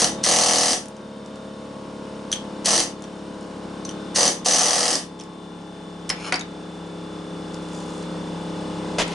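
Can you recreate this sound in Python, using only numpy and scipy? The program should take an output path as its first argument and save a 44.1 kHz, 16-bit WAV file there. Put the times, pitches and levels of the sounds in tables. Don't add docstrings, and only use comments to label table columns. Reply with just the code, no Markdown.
import sys
import numpy as np
from scipy import signal
from scipy.fft import rfft, irfft, next_fast_len
from scipy.io import wavfile
from scipy.ndimage import uniform_filter1d

SR = 44100
rng = np.random.default_rng(int(sys.argv[2]) if len(sys.argv) > 2 else 0)


def magnitude_from_level(level_db):
    exponent = np.asarray(level_db, float) / 20
    return 10 ** exponent


def to_wav(sig):
    pcm = np.clip(np.atleast_2d(sig), -1, 1) * 32767
    pcm = np.round(pcm).astype(np.int16)
    wavfile.write(sys.argv[1], SR, pcm.T)


N = 403074
T = np.arange(N) / SR

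# pitch in Hz, level in dB.
FAN_HUM = [(97.5, -32), (195, -8)]
# multiple of crank speed, width in Hz, level in dB.
VALVE_WHINES = [(85, 170, -26.5), (152, 200, -30.5), (251, 220, -32.5)]
# frequency in Hz, level in dB per Hz.
COMPRESSOR_WASH = [(15, -39), (25, -23), (117, -21), (167, -11.5), (265, -3), (317, -10), (617, -12.5),
                   (862, -16.5), (2280, -24.5), (3630, -25), (3920, -24.5), (8900, -34.5), (10600, -43),
                   (11500, -54), (15000, -103), (22000, -120)]
CRANK_ORDERS = [-32, -18.5, -19, -8, 2.5, -2.5, -10, -7, -4, -11, -24, -7, -4.5, -11, -4, -15, -13, -8,
                -18.5, -26.5, -24, -23, -21.5, -17.5, -13.5, -15.5, -15, -20, -18, -22, -17, -23, -23, -28,
                -24, -28, -30, -26, -28, -25]
# frequency in Hz, width in Hz, depth in dB.
ROOM_NODES = [(137.1, 4.4, 17), (176.94, 7.9, 17), (205.6, 2.5, 13), (273, 4, 15), (318.7, 4.4, 14),
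              (427, 5.5, 15), (448.3, 15.6, 11.5), (517.7, 8.4, 21), (591, 12, 20), (618.4, 10.5, 21),
              (850, 4.9, -1), (894, 12, 5), (925, 28, 11.5), (235.5, 3.1, 15)]
# frequency in Hz, width in Hz, depth in dB.
REED_ROOM_NODES = [(3627, 12, 20), (3597, 7, 18), (3586, 7, 9), (3561, 7, 16), (3496, 6, 12), (3575, 30, 2)]
# frequency in Hz, time to die by 60 dB in seconds.
ROOM_DECAY = [(200, 0.35), (1000, 0.25), (4000, 0.23), (10000, 0.12)]
# frequency in Hz, side minus mid in dB.
STEREO_WIDTH = [(60, -32), (140, -29.5), (350, -23.5), (830, -13.5), (2000, -10.5), (4810, -9.5),
                (11600, -1)]
# frequency in Hz, left minus right in dB.
STEREO_LEAN = [(60, 0.69), (220, 0.74), (830, 2), (3100, 0.6), (11600, 0.0)]
# time in seconds, peak level in dB, centre frequency in Hz.
GRIT_TICKS = [(0.8573, -27.5, 5800), (0.8833, -27, 9500), (0.967, -38, 5530), (1.261, -37, 5520),
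              (1.3574, -35.5, 4200), (3.022, -30, 5860), (3.41, -36, 5320), (3.4296, -41, 5350),
              (5.237, -32, 5900), (7.5435, -27, 4840), (7.6256, -43, 8540), (7.6874, -36, 5060),
              (7.733, -34, 7050), (7.7624, -34, 5690), (7.7892, -35, 6190), (7.8251, -36, 6300),
              (7.86, -39, 5060), (7.9039, -36, 4530), (7.9794, -31, 5690), (8.0264, -34, 5290),
              (9.0803, -25, 4100)]
# time in seconds, level in dB.
WIRE_RUSTLE = [
    (7.45, -64),
    (7.532, -56),
    (7.542, -46),
    (7.568, -60),
    (7.752, -48.5),
    (8.032, -49.5),
    (8.072, -64),
    (8.29, -65),
    (8.3, -46),
]
# time in seconds, level in dB.
WIRE_DROP = [
    (8.982, -19),
    (8.992, -18.5),
    (9.022, -22),
    (9.046, -40.5),
    (9.14, -35),
]
# frequency in Hz, level in dB, time to die by 60 dB in seconds.
BUCKET_WALL = [(620, 6, 0.045), (960, 3, 0.48), (2060, -6, 0.33), (3000, -22, 0.23), (3560, -29, 0.45),
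               (3600, -67, 0.16), (6000, -4, 0.11), (8705, -65, 0.13)]
# time in seconds, level in dB, ring in Hz.
TOOL_SCRAPE = [
    (6.13, -52, 2400),
    (6.208, -41.5, 2380),
    (6.28, -31, 2900),
    (6.305, -40, 3050),
    (6.32, -50, 3050),
]
# time in seconds, peak level in dB, weaker ring in Hz, stronger ring in Hz,
# bass over treble in dB.
TOOL_TAPS = [(2.316, -21.5, 9900, 5910, -28), (2.326, -16.5, 3300, 6090, -21),
             (2.332, -21, 3290, 6150, -23), (2.359, -33, 3040, 6100, -14), (3.039, -37.5, 3100, 5900, -9),
             (3.8497, -28.5, 6100, 6040, -30), (3.8907, -31, 3100, 5970, -17), (3.91, -37, 3030, 6070, -5),
             (5.1908, -43, 3320, 5360, -18), (5.1982, -39.5, 3540, 6060, -5),
             (5.2091, -35, 3000, 5500, -16), (6.0918, -18.5, 9850, 5680, -12),
             (6.1, -14.5, 5150, 2060, -6.5), (6.322, -27, 3900, 4360, -17), (6.323, -19, 6000, 2030, 6),
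             (6.3413, -22, 2170, 4700, -5), (6.3574, -26, 2100, 5330, -9), (6.3937, -30, 5600, 6500, -6),
             (6.4094, -30.5, 6400, 3750, -7)]
# frequency in Hz, level in dB.
HANDLING_TONE = [(7000, 0), (9500, -2), (11000, -4.5)]
# air valve opens in seconds, first blow in seconds, last blow in seconds,
# steadiness of the grip from 0 to 1.
CHISEL_BURSTS = [
    (-.05, -.031, .043, .8),
    (.231, .2385, .7315, .97),
    (2.645, 2.658, 2.802, .8),
    (4.146, 4.160, 4.277, .8),
    (4.446, 4.46, 4.954, .7),
]
# treble in dB, shank ring over it in dB, casing thud over it in dB,
# tip resonance in Hz, first slam in dB.
TIP_BITE = [(-16, 1, -6, 4500, -30), (-17, 0.5, -7, 4500, -30), (-17.5, 2, -7.5, 4540, -8.5),
            (-17, 4.5, -6.5, 4680, -10.5), (-18.5, 7.5, -8, 4670, -3.5)]
# share of the cycle from 0 to 1, level in dB.
PISTON_CYCLE = [(0, 3.5), (.08, 3), (.14, 0), (.58, .5), (.66, -2.5), (.78, -2.5), (.84, -7), (1, -7)]
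# frequency in Hz, level in dB per Hz.
EXHAUST_AIR = [(700, -20), (1500, -10), (1900, 2.5), (2400, -7), (3100, 1), (3700, -0.5), (4700, 3.5),
               (5500, 8), (6200, 6), (7200, 0.5), (8600, 3.5), (10200, -1.5), (12000, -10)]
# frequency in Hz, width in Hz, level in dB.
CASING_RINGS = [(1780, 97, -21.5), (1975, 60, -25), (3060, 460, -17.5)]
# frequency in Hz, level in dB.
BENCH_THUD = [(60, -37), (120, -17.5), (205, -7), (250, -13.5), (290, -8), (400, -15), (480, -3),
              (720, -2.5), (870, -7), (960, -12.5), (1150, -6), (1350, -14), (1600, -34), (2500, -43)]

LOADED_HZ, SAG_HZ, FILL_S = 33.75, 2.03, 5.3
UPPER_DB, UPPER_FALL_DB, UPPER_UNEVEN_DB = -31, .5, 4.5
REED, REED_BASE_HZ, REED_DB, REED_SIDE_DB = 93.5, 307, -16, -13
START_DB, DUCKED_DB, DUCK_S, RECOVER_DB_PER_S = -28, -41, 0.36, 3.0
LOUD_DB, LIMIT_DB = -31, 2
TAP_T60_S, DAMPING = .085, .45
BLOWS_PER_S, PING_DB_PER_S, PING_GLIDE, SLAM_T60_S = 40.5, 16, .12, 0.12
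PRESSURE_DB_PER_S, SIGH_DB_PER_S, TAIL_S = -3, -250, 0.18
TIP_HZ_PER_S, FREE_TIP_HZ, LIFT_S = 790, 5060, .04
THUD_BUILD_S, THUD_START_DB, THUD_TAIL_DB_PER_S, EASE_SHARE, EASE_DB = .07, -4, 51, 0.24, -2.5
RING_BUILD_S, RING_START_DB, RING_DB_PER_S, LOOSE_DB_PER_S, RING_TAIL_DB_PER_S = 0.076, -9, -12, -88, 32


def evened(x):
    return x / np.sqrt(np.mean(x ** 2) + 1e-20)


def steady(x):
    return x / np.sqrt(uniform_filter1d(x ** 2, 2200) + 1e-3 * np.mean(x ** 2))


def read(points, hz):
    f, value = np.transpose(points)
    return np.interp(np.log(hz + 1), np.log(f + 1), value)


def add(mix, s, sound):
    part = mix[round(s * SR):][:len(sound)]
    part += sound[:len(part)]


def resonate(x, hz, width):
    turn = np.exp(2j * np.pi * np.cumsum(hz * np.ones(len(x))) / SR)
    r = np.exp(-np.pi * width / SR)
    return 2 * (turn * signal.lfilter([1 - r], [1, -r], x / turn + 1e-18)).real


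def coloured(x, points):
    gain_db = read(points, abs(np.fft.fftfreq(2048, 1 / SR)))
    log_gain = np.log(magnitude_from_level(np.maximum(gain_db, -100)))
    taps = np.fft.ifft(np.exp(np.conj(signal.hilbert(log_gain)))).real
    return signal.oaconvolve(x, taps[:1024])[:len(x)]


def drift(per_s, count=N):
    knots = rng.standard_normal(int(count / SR * 400) + 2)
    knots = signal.lfilter([1], [1, -np.exp(-2 * np.pi * per_s / 400)], knots)
    return evened(np.interp(np.arange(count) / SR * 400, np.arange(len(knots)), knots))


def clicks(count, per_s, spread_db):
    size = magnitude_from_level(spread_db * np.minimum(rng.exponential(1, count), 4)) * rng.choice([-1, 1], count)
    return evened(size * (rng.random(count) < per_s / SR))


def stroked(rows, sound):
    s, db, *more = np.transpose(rows)
    t = np.arange(s[0], s[-1], 1 / SR)
    body = evened(sound(t, *(np.interp(t, s, column) for column in more)))
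    return s[0], magnitude_from_level(np.interp(t, s, db)) * body * signal.windows.tukey(len(t), .04)


def shop(x):
    taps = np.zeros(SR // 2)
    places = np.arange(300, SR // 2 - 20, 20)
    taps[places] = rng.choice([-1., 1.], len(places))
    taps *= rng.random(len(taps))
    hz, t, z = signal.stft(np.roll(taps, 3) + taps * .5, SR, nperseg=256)
    tail = signal.istft(z * magnitude_from_level(-60 * t / read(ROOM_DECAY, hz)[:, None]), SR, nperseg=256)[1]
    return signal.oaconvolve(x, tail / np.linalg.norm(tail))[:N]


def node_db(hz, nodes):
    return sum(10 * np.log10(((hz - f) ** 2 + (w * magnitude_from_level(-db)) ** 2) / ((hz - f) ** 2 + w ** 2))
               for f, w, db in nodes)


def crank_tone(speed, turns):
    step = T[::64]
    phase = np.clip(np.arange(52) / 16, .35, 1) * rng.random(52)
    slip = np.clip((step - 2.5) / 4, 0, 1)
    upper = np.arange(52 - len(CRANK_ORDERS))
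    upper_db = UPPER_DB - UPPER_FALL_DB * upper + UPPER_UNEVEN_DB * rng.standard_normal(len(upper))
    wander = [drift(2.5)[::64] for _ in range(4)]
    slide = [drift(.4)[::64] for _ in range(4)]
    tone, turn, spin = np.zeros(N), np.exp(2j * np.pi * turns), 1
    for k, db in enumerate(np.append(CRANK_ORDERS, upper_db)):
        fine_nodes = 2.6 * (k > 17) * np.roll(slide[k % 4], 450 * k)
        waver = 1.25 * np.roll(wander[k % 4], 450 * k)
        level = magnitude_from_level(db + node_db((k + 1) * speed[::64], ROOM_NODES) + waver + fine_nodes)
        spin = spin * turn
        slow = level * np.exp(2j * np.pi * phase[k] * (1 + slip))
        tone += (np.repeat(slow, 64)[:N] * spin).real
    return tone


def valve_reed(speed, turns):
    waver = 0.13 * drift(20)
    reed = np.zeros(N)
    for k in (-1, 0, 1):
        loss = node_db((REED + k) * speed + REED_BASE_HZ, REED_ROOM_NODES)
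        cycles = (REED + k) * turns + REED_BASE_HZ * T
        reed += magnitude_from_level(REED_DB + abs(k) * REED_SIDE_DB + 2.5 * k + loss) * np.cos(2 * np.pi * cycles + waver)
    return reed


def compressor(level_db):
    speed = LOADED_HZ + SAG_HZ * np.exp(-T / FILL_S)
    turns = np.cumsum(speed * (1 + 0.00047 * drift(3.1))) / SR + .2
    tone = crank_tone(speed, turns)
    tone += sum(magnitude_from_level(db + 1.0 * drift(2.1)) * np.cos(2 * np.pi * hz * T) for hz, db in FAN_HUM)
    tone /= np.sqrt(uniform_filter1d(tone ** 2, SR))
    puff = 1 + 0.093 * np.cos(2 * np.pi * turns)
    wash = puff * magnitude_from_level(0.35 * drift(9.8)) * evened(coloured(rng.standard_normal(N), COMPRESSOR_WASH))
    stroke = 1 + .5 * np.cos(2 * np.pi * turns + 2.8)
    whine = sum(magnitude_from_level(db) * evened(resonate(rng.standard_normal(N), k * speed, w)) for k, w, db in VALVE_WHINES)
    return magnitude_from_level(level_db) * (magnitude_from_level(-1.0) * tone + magnitude_from_level(-9.5) * wash + stroke * whine + valve_reed(speed, turns))


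def drone_db(bench):
    power = uniform_filter1d(bench ** 2, 441)[::441]
    loud = np.clip((10 * np.log10(abs(power) + 1e-12) - LOUD_DB) / 6, 0, 1)
    db = [START_DB]
    for share in loud[:-1]:
        pull = share * (db[-1] - DUCKED_DB) / DUCK_S
        db.append(db[-1] + .01 * (RECOVER_DB_PER_S - pull))
    return np.interp(T, T[::441], db - LIMIT_DB * loud)


def tick(db, hz):
    t = np.arange(1500) / SR
    snap = rng.standard_normal(len(t)) * (magnitude_from_level(-60 * t / 0.011) + 0.095 * magnitude_from_level(-60 * t / 0.1))
    return magnitude_from_level(db - 0.5) * resonate(resonate(snap, hz, 4100), 8900, 6600)


def rustle(t):
    return resonate(clicks(len(t), 1500, 2.6) * magnitude_from_level(3.2 * drift(30, len(t))), 6000, 3600)


def drop(t):
    shower = clicks(len(t), 7000, 2.3)
    wall = sum(magnitude_from_level(db) * evened(resonate(shower, hz, 6 / t60 + 60)) for hz, db, t60 in BUCKET_WALL)
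    return evened(wall) + 1.3 * evened(resonate(resonate(shower, 2830, 3850), 2500, 8200))


def scrape(t, hz):
    slips = clicks(len(t), 3000, 3.0)
    rings = ((hz, 450, .7), (1300, 900, 1.1), (2300, 350, .6), (4200, 700, .7), (5100, 500, .6),
             (6200, 700, .35), (8900, 700, .35))
    return sum(g * evened(resonate(resonate(slips, f, w), f, 3 * w)) for f, w, g in rings)


def tap(db, weak_hz, strong_hz, bass_db):
    t = np.arange(9000) / SR
    t60 = TAP_T60_S * magnitude_from_level(-DAMPING * (bass_db + 17))
    jolt = rng.standard_normal((3, len(t)))
    crack = resonate(jolt[0], 5000, 4700) * (magnitude_from_level(-60 * t / 0.024) + 0.18 * magnitude_from_level(-60 * t / (2.4 * t60)))
    chatter = jolt[1] * (magnitude_from_level(-60 * t / 0.022) + 0.12 * magnitude_from_level(-60 * t / t60))
    rings = sum(g * resonate(resonate(chatter, hz, 3.4 / t60 + 200), hz, 1000)
                for hz, g in ((weak_hz, 5), (strong_hz, 8), (8900, 2.5), (4400, 1.6)))
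    knock = resonate(resonate(jolt[2], 560, 1900), 1700, 2200) * magnitude_from_level(-60 * t / 0.15)
    knock -= uniform_filter1d(knock, 200)
    return magnitude_from_level(db) * (0.86 * crack + rings + magnitude_from_level(bass_db + 2) * knock) * np.clip(t / 0.00039, 0, 1)


def effort(t, first, last, grip, level_db, ring_db, thud_db, tip_hz):
    held = np.clip(t, first, last) - first
    after = np.maximum(t - last, 0)
    level_db = level_db + PRESSURE_DB_PER_S * held + SIGH_DB_PER_S * after
    ring_db = ring_db + RING_START_DB * np.clip(1 - held / RING_BUILD_S, 0, 1)
    ring_db += (RING_DB_PER_S + LOOSE_DB_PER_S * (1 - grip)) * held + RING_TAIL_DB_PER_S * after
    thud_db = thud_db + THUD_START_DB * np.clip(1 - held / THUD_BUILD_S, 0, 1)
    thud_db += EASE_DB * np.clip(1 + (held / (last - first) - 1) / EASE_SHARE, 0, 1)
    thud_db += THUD_TAIL_DB_PER_S * after
    tip_hz = tip_hz + TIP_HZ_PER_S * held
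    tip_hz += (FREE_TIP_HZ - tip_hz) * np.clip(after / LIFT_S, 0, 1)
    return level_db, ring_db, thud_db, tip_hz


def exhaust_and_steel(drive, ping, tip_hz):
    treble = evened(coloured(drive, EXHAUST_AIR))
    treble += sum(magnitude_from_level(db) * evened(resonate(drive, hz, w)) for hz, w, db in CASING_RINGS)
    return treble + magnitude_from_level(-9.5) * evened(resonate(resonate(drive + ping, tip_hz, 500), tip_hz, 890))


def shank_ring(drive):
    pair = evened(resonate(drive, 5986, 80) + .8 * resonate(drive, 6140, 83))
    return pair * magnitude_from_level(2.0 * drift(25, len(drive)))


def bench_thud(t, first, last, grip, blow, air, span):
    echoes = rng.standard_normal(4000)[:span] * magnitude_from_level(-60 * np.arange(span) / SR / .11)
    echoes = irfft(rfft(echoes) / abs(rfft(echoes)), span)
    alike = evened(signal.oaconvolve(blow, echoes)[:len(t)])
    shake = grip * alike + np.sqrt(1 - grip ** 2) * rng.standard_normal(len(t))
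    thud = coloured(shake, BENCH_THUD) * np.clip((t - first - .012) / 0.0072, 0, 1)
    settle = np.clip((t - last + 0.045) / 0.026, 0, 1)
    return evened(thud) + 0.76 * settle * evened(resonate(resonate(air, 310, 120), 310, 300))


def burst(valve, first, last, grip, bite):
    t = np.arange(max(valve, 0), last + TAIL_S, 1 / SR)
    blows = round((last - first) * BLOWS_PER_S) + 1
    treble_db, ring_db, thud_db, tip_hz = effort(t, first, last, grip, *bite[:-1])
    at = np.linspace(first, last, blows)
    at[1:-1] += .0006 * (1 - grip) * rng.standard_normal(blows - 2)
    cycle = np.interp(t, at, np.arange(blows), left=-1)
    running = (t >= first) & (t < last + .004)
    blow = np.append(0, np.diff(np.floor(cycle)) > 0)
    hit = blow * magnitude_from_level(1.3 * rng.standard_normal(len(t)))
    stroke = np.where(running, magnitude_from_level(np.interp(cycle % 1, *np.transpose(PISTON_CYCLE))), .8)
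    tip_hz = tip_hz * (1 + PING_GLIDE * running * (np.clip(cycle % 1 / 0.24, 0, 1) - .5))
    rattle = running * stroke * clicks(len(t), 1100, 3.5)
    air = stroke * rng.standard_normal(len(t))
    drive = magnitude_from_level(-7) * air + magnitude_from_level(-10.0) * rattle + magnitude_from_level(13) * hit
    ping = magnitude_from_level(26 + PING_DB_PER_S * (t - first)) * hit
    treble = exhaust_and_steel(drive, ping, tip_hz)
    span = round(3 * SR * (last - first) / (blows - 1))
    thud = bench_thud(t, first, last, grip, blow, air, span)
    slam = (t >= first) * magnitude_from_level(bite[-1] - 60 * abs(t - first) / SLAM_T60_S) * evened(coloured(air, BENCH_THUD))
    mix = magnitude_from_level(-1.5) * steady(treble) + magnitude_from_level(ring_db - 6.5) * steady(shank_ring(drive))
    mix += magnitude_from_level(thud_db) * steady(thud) + slam
    opening = np.where(t < first, magnitude_from_level(-3.5) * (abs(t - valve) / (first - valve)) ** .35, 1)
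    return t[0], magnitude_from_level(treble_db - 0.85) * opening * mix * np.clip((t[-1] - t) / 0.072, 0, 1)


def scene():
    bench = np.zeros(N)
    for s, *row in GRIT_TICKS:
        add(bench, s, tick(*row))
    for rows, sound in ((WIRE_RUSTLE, rustle), (WIRE_DROP, drop), (TOOL_SCRAPE, scrape)):
        add(bench, *stroked(rows, sound))
    for s, *row in TOOL_TAPS:
        add(bench, s, tap(*row))
    bench = coloured(bench, HANDLING_TONE)
    for when, bite in zip(CHISEL_BURSTS, TIP_BITE):
        add(bench, *burst(*when, bite))
    mid = bench + magnitude_from_level(-10.0) * shop(bench) + compressor(drone_db(bench))
    size = next_fast_len(N, True)
    hz, direct = np.fft.rfftfreq(size, 1 / SR), rfft(mid, size)
    side = magnitude_from_level(read(STEREO_WIDTH, hz)) * (.15j * direct + rfft(shop(mid), size))
    lean = magnitude_from_level(read(STEREO_LEAN, hz) / 2)
    return irfft(np.array([(direct + side) * lean, (direct - side) / lean]), size)[:, :N]


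def low_pass(x):
    return signal.sosfilt(signal.butter(12, 12170, fs=SR, output="sos"), x)


def record(dry):
    limited = .7 * np.tanh(dry / .7)
    edge = signal.firwin(767, 11080, window=("kaiser", 8), fs=SR)
    return low_pass(signal.oaconvolve(limited, edge[None], "same"))


dry = scene()
out = record(dry)
to_wav(out)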